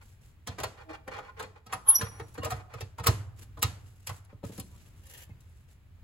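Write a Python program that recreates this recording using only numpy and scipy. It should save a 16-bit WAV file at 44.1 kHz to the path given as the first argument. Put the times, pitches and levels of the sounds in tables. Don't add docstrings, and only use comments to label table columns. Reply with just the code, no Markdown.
import sys
import numpy as np
from scipy import signal
from scipy.fft import rfft, irfft, next_fast_len
from scipy.io import wavfile
from scipy.ndimage import uniform_filter1d, map_coordinates

SR = 44100
rng = np.random.default_rng(int(sys.argv[2]) if len(sys.argv) > 2 else 0)


def file_out(sig):
    cols = np.atleast_2d(sig).T
    lim = np.clip(cols, -1, 1)
    pcm = np.round(lim * 32767).astype(np.int16)
    wavfile.write(sys.argv[1], SR, pcm)


N = 265923
TIME = np.arange(N) / SR

# (time [s], level [dB], hardness [dB/octave], panel ring [dB], bench thump [dB])
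KNOCKS = [(0.474, -44.5, -0.6, -1.5, -41), (0.587, -49, -2.5, 4.5, -46), (0.602, -51.5, 1, 10, -48),
          (0.636, -41.5, 0, 6.5, -45), (1.079, -54.5, -2.5, 10, -63.5), (1.189, -59.5, -3.5, 10.5, -61),
          (1.398, -50.5, -0.5, 10.5, -58), (1.427, -51.5, -2, -8, -58.5), (1.666, -60, -1.5, 1.5, -61),
          (1.727, -47, 0.5, 12.5, -54), (1.735, -50.5, 0.5, 10.5, -52), (1.993, -53, -3, -1, -51),
          (2.013, -42.5, -1.5, 3, -36), (2.199, -53.5, -4, 6.5, -43.5), (2.38, -53.5, -3.5, 5, -42),
          (2.434, -48.5, -2.5, 7, -39.5), (2.448, -49, 4, 3, -57), (2.464, -53, -4, 8, -67),
          (2.506, -54, 5, 20.5, -38), (2.522, -48.5, -1.5, 2.5, -41), (2.739, -55, -2, 6, -44),
          (2.809, -47, -1.5, -4, -40), (2.985, -57, -1, 15, -39), (2.998, -54, -2.5, 2, -61.5),
          (3.04, -50, 1, 7.5, -42), (3.065, -39, -0.5, 6, -57.5), (3.08, -40.5, -3, 1.5, -55.5),
          (3.574, -62.5, -4, 7, -48), (3.623, -44, 2.5, -0.5, -63), (3.634, -47, -0.5, 4, -64),
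          (4.072, -51.5, 5, 6.5, -43.5), (4.094, -53, 1.5, 13.5, -42)]
# (time [s], level [dB], hardness [dB/octave], panel ring [dB], bench thump [dB])
SNAPS = [(3.070, -34.5, 4, 10, -23), (3.628, -34, 2.5, 3, -29.5)]
# (time [s], level [dB], bench thump [dB], hardness [dB/octave])
PATS = [(4.327, -55, -50.5, 3), (4.438, -39.5, -41, 0), (4.496, -48.5, -52, -3), (4.584, -41.5, -45, -7),
        (5.294, -57.5, -49, -13)]
# (frequency [Hz], t60 [s])
PANEL_T60 = [(200, 0.28), (1000, 0.12), (4000, 0.092), (12000, 0.026)]
# (frequency [Hz], side minus mid [dB])
WIDTH = [(100, -13.5), (300, -7), (700, -4.5), (1300, -3), (2200, 0.5), (3800, -1.5), (5600, -2.5),
         (7300, -6.5), (9000, -35.5), (15000, -21.5)]
REGISTERS_HZ = [300, 1100, 3500, 9000]
PIVOT_HZ = 2000


def undb(db):
    return 10 ** (np.asarray(db) / 20)


def unit(x):
    return x / np.sqrt(np.mean(x ** 2) + 1e-30)


def pan(db):
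    return undb(np.array([[db], [-db]]) / 2)


def at(points, hz):
    f, value = np.transpose(points)
    return np.interp(np.log(np.maximum(hz, 1)), np.log(f), value)


def curve(rows):
    times, db = np.transpose(rows)
    return undb(np.interp(TIME, times, db)) * ((TIME >= times[0]) & (TIME <= times[-1]))


def walk(rate):
    hold = max(int(SR / rate), 2)
    return uniform_filter1d(np.repeat(rng.standard_normal(N // hold + 1), hold), hold)[:N]


def add(out, s, sound):
    start = int(s * SR)
    out[:, start:start + sound.shape[-1]] += sound[..., :N - start]


def shape(x, db_of_hz):
    size = 2 * next_fast_len(x.shape[-1])
    cepstrum = irfft(np.log(undb(db_of_hz(np.fft.rfftfreq(size, 1 / SR)))))
    cepstrum[1:size // 2] *= 2
    cepstrum[size // 2 + 1:] = 0
    return irfft(rfft(x, size) * np.exp(rfft(cepstrum)))[..., :x.shape[-1]]


def resonant(colour, peaks, lift_db):
    return lambda f: at(colour, f) + lift_db * sum(
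        undb(db / 2) / (1 + (2 * (f - hz) / width) ** 2) for hz, width, db in peaks)


def spread(pair):
    side = shape(pair[1], lambda f: at(WIDTH, f))
    stereo = np.array([pair[0] + side, pair[0] - side])
    return shape(stereo, lambda f: -10 * np.log10(1 + undb(at(WIDTH, f)) ** 2))


def mode_phases(modes):
    hz = np.array(modes)[:, :1]
    apart = np.arctan(undb(at(WIDTH, hz))) * rng.choice([-1, 1], hz.shape)
    return rng.uniform(0, 2 * np.pi, hz.shape) + np.array([apart, -apart])


def ring(modes, t, phase, scatter_db, detune):
    hz, db, t60 = np.transpose(modes)[:, :, None]
    pitch_draw, level_draw = rng.standard_normal((2, len(hz), 1))
    waves = np.sin(2 * np.pi * hz * (1 + detune * pitch_draw) * t + phase)
    decay = np.exp(-np.log(1000) * t / t60)
    return np.sum(undb(db + scatter_db * level_draw) * decay * waves, axis=-2)


def dying_noise(t60s, size):
    t, f = np.arange(size) / SR, np.fft.rfftfreq(size, 1 / SR)
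    spectrum = rfft(spread(rng.standard_normal((2, size))))
    centres = np.geomspace(60, 16000, 9)
    bands = (irfft(spectrum * at(np.c_[centres, weights], f), size) for weights in np.eye(len(centres)))
    return sum(band * np.exp(-np.log(1000) * t / at(t60s, hz)) for band, hz in zip(bands, centres))


def workshop(air_db=-55, hum_trim_db=-2):
    # (frequency [Hz], level [dB])
    air_colour = [(20, -14), (60, -1), (92, 1.5), (180, -18), (500, -32), (2400, -35), (5500, -46.5),
                  (16000, -46.5)]
    hum_lines = [(88, -60)]
    air = unit(shape(spread(rng.standard_normal((2, N))), lambda f: at(air_colour, f)))
    air *= undb(air_db + 1.8 * walk(9))
    hum = sum(np.sqrt(2) * undb(db + hum_trim_db + 2 * walk(3)) * np.sin(2 * np.pi * hz * TIME)
              for hz, db in hum_lines)
    return air + hum


def slips(rate, scatter_db):
    releases = rng.random(N) < rate / SR
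    return unit(releases * rng.choice([-1, 1], N) * undb(scatter_db * rng.standard_normal(N)))


def drag(rate, scatter_db):
    force = slips(rate, scatter_db) * undb(2 * walk(45))
    return signal.fftconvolve(dying_noise(PANEL_T60, SR // 4), force[None])[:, :N]


def strokes(rows, attack_s, release_s, swell_db):
    gain = np.zeros(N)
    for start, length, db in rows:
        rise = np.sin(np.pi / 2 * np.clip((TIME - start) / attack_s, 0, 1)) ** 2
        press_db = swell_db * (np.clip((TIME - start) / length, 0, 1) - .5)
        release = np.exp(-np.maximum(TIME - start - length, 0) / release_s)
        gain = np.maximum(gain, undb(db + press_db) * rise * release)
    return gain


def gloves(level_db=4.5, snag_db=-5):
    # (start [s], length [s], level [dB])
    brushes = [(0.002, 0.13, -69), (0.2, 0.12, -73), (2.1, 0.48, -70.5), (3.355, 0.078, -63.5),
               (3.78, 0.29, -72), (4.11, 0.06, -61.5), (4.43, 0.044, -57.5), (4.51, 0.077, -56.5),
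               (4.62, 0.13, -69), (4.74, 0.16, -67.5), (4.87, 0.29, -73), (5.4, 0.23, -76),
               (5.67, 0.055, -71)]
    # (frequency [Hz], level [dB])
    colour = [(100, -13), (220, 6), (600, -0.5), (1200, -4), (1900, -1), (5000, -4), (7500, 0), (11000, -2),
              (16000, -10)]
    fibres = spread([slips(rate=1800, scatter_db=3.5) for _ in range(2)])
    snags = undb(snag_db) * unit(drag(rate=150, scatter_db=4.5))
    pressure = undb(1.8 * walk(22) + 2.4 * walk(90))
    cloth = unit(shape((fibres + snags) * pressure, lambda f: at(colour, f)))
    return cloth * strokes(brushes, attack_s=0.021, release_s=0.019, swell_db=3) * undb(level_db)


def scraping(level_db=-2, resonance_db=6.5):
    # (start [s], length [s], level [dB])
    shoves = [(0.003, 0.01, -54), (0.49, 0.036, -51.5), (0.66, 0.16, -64), (0.765, 0.061, -48.5),
              (0.882, 0.072, -42.5), (1.105, 0.087, -39.5), (1.215, 0.081, -50), (1.36, 0.035, -47),
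              (1.392, 0.053, -44.5), (1.55, 0.016, -46), (1.688, 0.039, -46.5), (2.025, 0.046, -45.5),
              (2.1, 0.11, -54), (2.34, 0.014, -46), (2.41, 0.2, -53.5), (2.69, 0.1, -53.5),
              (4.285, .03, -58.5)]
    # (frequency [Hz], width [Hz], relative weight [dB])
    peaks = [(480, 89, 8), (820, 70, 5), (1013, 72, 3.5), (1260, 90, -3), (1400, 76, 1.5), (1775, 40, 0),
             (1930, 80, -1), (2383, 290, 1), (3480, 120, -2)]
    # (frequency [Hz], level [dB])
    colour = [(120, -42.5), (300, -27.5), (470, -7.5), (660, -10), (1000, -9), (1700, -7.5), (3300, -17),
              (8000, -27), (16000, -36)]
    scrape = shape(drag(rate=700, scatter_db=2.5), resonant(colour, peaks, resonance_db))
    drifting_index = np.cumsum(1 + .008 * walk(12))
    scrape = unit(np.array([map_coordinates(side, [drifting_index], mode="mirror") for side in scrape]))
    return scrape * undb(level_db) * strokes(shoves, attack_s=0.018, release_s=0.014, swell_db=3.5)


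def registers(level_db, hardness, ring_db, panel_hz=1100):
    hz = np.array(REGISTERS_HZ)
    colour_db = np.array([-3, 1, 0.94, -0.47])
    return level_db + colour_db + hardness * np.log2(hz / PIVOT_HZ) + ring_db * (hz == panel_hz)


def contact(t, lead_ms, chatter_ms, chatter_share=2.0):
    swell = np.exp(-1000 * np.abs(t) / np.where(t < 0, lead_ms, chatter_ms))
    chatter = rng.standard_normal(len(t)) ** 3 * swell
    force = chatter_share * chatter / np.linalg.norm(chatter)
    force[np.argmin(np.abs(t))] += 1
    return force


def knock(t, band_db, force, tail, wet_db, modes_db=-4, crack_db=-2.5, low_cut_hz=170, bloom_s=0.0011):
    # (frequency [Hz], level [dB], t60 [s])
    case_modes = [(184.6, -9, 0.3), (294.8, -7, 0.13), (461.4, 1, 0.18), (509, -4, 0.2), (630, 0, 0.1),
                  (764, 0.5, 0.11), (860, -0.5, 0.1), (1013, -2, 0.14), (1113, 3.5, 0.049),
                  (1263, 4.5, 0.09), (1386, -5, 0.11), (1870, 1.5, 0.081), (2270, -7, 0.07),
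                  (2611, -5.5, 0.11), (2821, -7.5, 0.093), (3300, -6.5, 0.14), (3944, -2, 0.07),
                  (4226, -5.5, 0.15)]
    panels = dying_noise(PANEL_T60, len(t))
    modes = ring(case_modes, t - t[0], mode_phases(case_modes), scatter_db=4.5, detune=0.0084)
    body = panels / np.linalg.norm(panels) + undb(modes_db) * modes / np.linalg.norm(modes)
    body *= 1 - np.exp(-(t - t[0]) / bloom_s)
    body[:, 0] += undb(crack_db) / np.sqrt(2)
    sound = signal.fftconvolve(body, force[None])[:, :len(t)]
    sound = sound + undb(wet_db) * np.linalg.norm(sound) * tail
    sound = signal.sosfilt(signal.butter(3, low_cut_hz, "high", fs=SR, output="sos"), sound)
    attack = sound[:, (t > -.002) & (t < .03)]
    f, power = signal.periodogram(attack, SR, scaling="spectrum")
    edges_hz = [170, 600, 2000, 6000, 16000]
    attack_db = 10 * np.log10(np.histogram(f, edges_hz, weights=power.mean(axis=0))[0])
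    return shape(sound, lambda f: at(np.c_[REGISTERS_HZ, band_db - attack_db], f))


def blows(rows, lead_ms, chatter_ms, pan_db, wet_db):
    out, t = np.zeros((2, N)), np.arange(-SR // 50, SR * 2 // 5) / SR
    tail = np.pad(room_tail(), ((0, 0), (np.sum(t < 0), 0)))[:, :len(t)]
    for s, band_db in rows:
        add(out, s + t[0], knock(t, band_db, contact(t, lead_ms, chatter_ms), tail, wet_db))
    return out * pan(pan_db)


def knocks():
    # (time [s], level [dB])
    clips = [(2.345, -56), (3.436, -66.5), (3.593, -58), (4.25, -65), (4.58, -47.5), (4.6, -40.5),
             (5.07, -57), (5.1, -54), (5.181, -51), (5.242, -63), (5.295, -76), (5.408, -63)]
    tick_colour = [-39, -14, -9.5, -1.5]
    pat_colour = [-6.5, -14, -24, -32.5]
    # (frequency [Hz], gain [dB])
    knock_damping = [(11500, 0.5), (14500, -6.5)]
    tick_damping = [(8000, -3), (11000, -0.5), (14500, -14)]
    metal = blows([(s, registers(*blow)) for s, *blow, _ in KNOCKS],
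                  lead_ms=2.4, chatter_ms=4.9, pan_db=0.5, wet_db=-19.5)
    ticks = blows([(s, db + np.array(tick_colour)) for s, db in clips],
                  lead_ms=2.5, chatter_ms=2.1, pan_db=1.5, wet_db=-20)
    padded = blows([(s, db + np.array(pat_colour)) for s, db, *_ in PATS],
                   lead_ms=4.5, chatter_ms=5.1, pan_db=4.5, wet_db=-30)
    metal = shape(metal, lambda f: at(knock_damping, f))
    ticks = shape(ticks, lambda f: at(tick_damping, f))
    return metal + ticks + padded


def thump(peak_s=0.024, push_s=0.011):
    # (frequency [Hz], level [dB], t60 [s])
    modes = [(69, -3, 0.28), (83, -4.5, 0.19), (98, 7.5, 0.35), (121, 0, 0.33), (128, -4.5, 0.16),
             (178, -11.5, 0.27)]
    t = np.arange(SR // 2) / SR - peak_s
    push = np.exp(-(np.minimum(t, 0) / push_s) ** 2)
    boom = ring(modes, t, 0, scatter_db=1.2, detune=0.02) * push
    boom = signal.sosfilt(signal.butter(2, 45, "high", fs=SR, output="sos"), boom)
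    return boom / np.sqrt(np.mean(boom[:SR // 20] ** 2))


def bench(pan_db=-2.5):
    out = np.zeros((2, N))
    for s, *_, thump_db in KNOCKS + SNAPS + [pat[:-1] for pat in PATS]:
        add(out, s, thump() * undb(thump_db))
    return out * pan(pan_db)


def bracket_rings(t60_s=0.078, second_db=-3, waver=.014):
    # (time [s], main mode [Hz], second mode [Hz], level [dB], swell [s])
    rings = [(.909, 315.5, 639, -42, 0.017), (0.913, 484, 844, -48, 0.016), (1.086, 524, 795, -38, 0.0052),
             (1.19, 820, 1435, -42.5, 0.0078), (1.295, 1038, 1450, -45, 0.0069),
             (1.406, 434, 1057, -39.5, 0.0085), (1.735, 1229, 956, -34, 0.0033),
             (2.012, 1723, 1567, -35, 0.001), (2.03, 194, 480, -37.5, 0.0055),
             (2.384, 480, 314, -37, 0.0026), (2.427, 1083, 2836, -41, 0.0056),
             (2.461, 631, 1242, -32.5, 0.0036), (2.523, 732, 1270, -31, 0.0053),
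             (4.75, 991, 1165, -66.5, 0.02), (5.308, 2110, 2570, -63, .004)]
    out, t = np.zeros((2, N)), np.arange(-SR // 10, SR // 5) / SR
    for s, main_hz, second_hz, db, swell_s in rings:
        envelope = np.sqrt(2) * np.exp(np.minimum(t / swell_s, -np.log(1000) * t / t60_s))
        wavering_time = t + waver * np.cumsum(walk(120)[:len(t)]) / SR
        phase = mode_phases([[main_hz], [second_hz]])
        main = np.sin(2 * np.pi * main_hz * wavering_time + phase[:, 0])
        second = undb(second_db) * np.sin(2 * np.pi * second_hz * wavering_time + phase[:, 1])
        add(out, s + t[0], (main + second) * envelope * undb(db))
    return out


def squeak(pitch_rows, level_rows, shake, roughness, lag_rad=0, pan_db=0,
           octave_db=-1, ring_db=-29, ring_t60_s=.65):
    s, hz = np.transpose(pitch_rows)
    phase = 2 * np.pi * np.cumsum(np.interp(TIME, s, hz)) / SR - np.array([[0], [lag_rad]])
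    phase = phase + roughness * shake[0] + .6 * walk(80)
    driven = curve(level_rows)
    octave = (4 * hz.max() < SR) * undb(octave_db) * np.sin(2 * phase) * driven
    peak_s, peak_db = max(level_rows, key=lambda row: row[1])
    beating = undb(4 * walk(60))
    decay = np.exp(-np.log(1000) * np.abs(TIME - peak_s) / ring_t60_s)
    free = (TIME > peak_s) * beating * undb(peak_db + ring_db) * decay
    tone = np.sin(phase) * np.maximum(driven, free) + octave
    return np.sqrt(2) * tone * undb(walk(250)) * pan(pan_db)


def tight_edge(shake_hz=1500):
    # (time [s], level [dB])
    chirp_level = [(1.722, -64.5), (1.735, -38.5), (1.76, -61)]
    judder_level = [(1.85, -71), (1.87, -45), (1.893, -38.5), (1.935, -38), (1.965, -48), (1.99, -58)]
    high_level = [(1.856, -71.5), (1.878, -36), (1.890, -10.5), (1.898, -12.5), (1.914, -17), (1.922, -27),
                  (1.946, -27), (1.975, -52.5)]
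    low_level = [(1.865, -75.5), (1.885, -64), (1.936, -66.5), (1.950, -34), (1.957, -20), (1.967, -24),
                 (1.979, -42.5), (1.986, -32.5), (1.995, -50.5)]
    # (time [s], pitch [Hz])
    high_pitch = [(1.87, 10560), (1.9, 10525), (1.92, 10500), (1.926, 10450), (1.95, 10425)]
    low_pitch = [(1.945, 5800), (1.96, 5768), (1.99, 5770)]
    # (frequency [Hz], level [dB])
    colour = [(300, -27), (650, -14.5), (830, 1), (1000, -2.5), (1240, -0.5), (1700, -13), (2600, -23.5),
              (3310, -7.5), (4200, -27.5), (9000, -24.5), (10000, -8), (11800, -3), (13000, -29)]
    rasp = unit(shape(drag(rate=1500, scatter_db=3), lambda f: at(colour, f)))
    slow_rasp = signal.sosfilt(signal.butter(4, shake_hz, fs=SR, output="sos"), rasp)
    shake = unit(slow_rasp) + 0.89 * walk(894)
    chirp = squeak(high_pitch, chirp_level, shake, roughness=.17)
    high = squeak(high_pitch, high_level, shake, roughness=.17)
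    low = squeak(low_pitch, low_level, shake, roughness=.09, lag_rad=2.8, pan_db=-3)
    return chirp + high + low + rasp * curve(judder_level)


def snaps(spring_db=2.5):
    # (frequency [Hz], level [dB], t60 [s])
    latch_modes = [
        [(460, -6, .17), (640, -1, .08), (790, -2, .12), (865, 1, .08), (1044, -6, .22), (1750, -6, .1),
         (1860, -5, .12), (2003, -9, .13), (2821, -17, .35), (3920, -8, .16), (7900, 3, .04)],
        [(500, -3, .06), (800, -9, .15), (1250, -11, .12), (1367, -15, .4), (1750, -20, .35), (3763, -6, .18),
         (4296, -18, .35), (6470, -7, .05), (7900, 1, .035), (11300, 1, .045)],
    ]
    out = blows([(s, registers(*blow)) for s, *blow, _ in SNAPS],
                lead_ms=1.1, chatter_ms=2.8, pan_db=0.2, wet_db=-21.5)
    for (s, db, *_), modes in zip(SNAPS, latch_modes):
        spring = ring(modes, TIME[:SR // 2], mode_phases(modes), scatter_db=1, detune=.001)
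        add(out, s, spring * undb(db + spring_db))
    return out


def pats(push_s=0.0012):
    # (frequency [Hz], level [dB], t60 [s])
    dull_modes = [(187.2, 3.5, 0.062), (272.4, -3.5, 0.11), (428, -1, 0.04), (569, -2, 0.05)]
    out, t = np.zeros((2, N)), np.arange(SR // 4) / SR
    for s, db, _, hardness in PATS:
        modes = [(hz, level + hardness * np.log2(hz / PIVOT_HZ), t60) for hz, level, t60 in dull_modes]
        phase = rng.uniform(0, 2 * np.pi, (len(modes), 1))
        pat = ring(modes, t, phase, scatter_db=0, detune=0.021) * (1 - np.exp(-(t / push_s) ** 2))
        add(out, s, pat * undb(db) / np.sqrt(np.mean(pat[:SR // 32] ** 2)))
    return out


def rubbing(resonance_db=7, level_db=2.5):
    # (time [s], level [dB])
    force = [(5.03, -72), (5.038, -62), (5.108, -52.5), (5.14, -57.5), (5.188, -54.5), (5.232, -53),
             (5.27, -77)]
    # (frequency [Hz], width [Hz], relative weight [dB])
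    peaks = [(900, 85, -2), (1773, 430, 9), (3210, 170, 3), (6100, 290, 10), (7300, 480, 11)]
    # (frequency [Hz], level [dB])
    colour = [(200, -3.5), (600, 10), (1200, -5), (2800, 6.5), (4800, 3), (7500, 0), (11500, 11),
              (16000, 9)]
    rasp = shape(drag(rate=420, scatter_db=4), resonant(colour, peaks, resonance_db))
    return unit(rasp) * curve(force) * undb(level_db)


def room_tail(build_up_s=0.026):
    # (frequency [Hz], t60 [s])
    room_t60 = [(100, 0.99), (500, 0.8), (3000, 0.38), (8000, 0.35), (15000, 0.11)]
    tail = dying_noise(room_t60, SR) * (1 - np.exp(-(TIME[:SR] / build_up_s) ** 2))
    return tail * np.sqrt(2) / np.linalg.norm(tail)


def room(x, wet_db):
    return x + undb(wet_db) * signal.fftconvolve(x, room_tail(), axes=1)[:, :N]


def scene():
    impacts = knocks() + snaps()
    handling = room(pats() + bracket_rings() + scraping() + rubbing() + gloves(), wet_db=-20.5)
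    return impacts + handling + room(tight_edge(), wet_db=-18) + room(bench(), wet_db=-19) + workshop()


def record(dry, top_hz=15750):
    # (frequency [Hz], lag [rad])
    port_lag = [(0, 0), (1100, -.4), (2200, 0), (4200, 0), (7100, 6.28), (9100, 9.45), (15900, 18.85)]
    size = next_fast_len(N + SR // 10)
    lag = np.interp(np.fft.rfftfreq(size, 1 / SR), *np.transpose(port_lag))
    left = irfft(rfft(dry[0], size) * np.exp(-1j * lag), size)[:N]
    high_cut = signal.ellip(8, .2, 70, top_hz, fs=SR, output="sos")
    return signal.sosfilt(high_cut, np.array([left, dry[1]]))


dry = scene()
out = record(dry)
file_out(out)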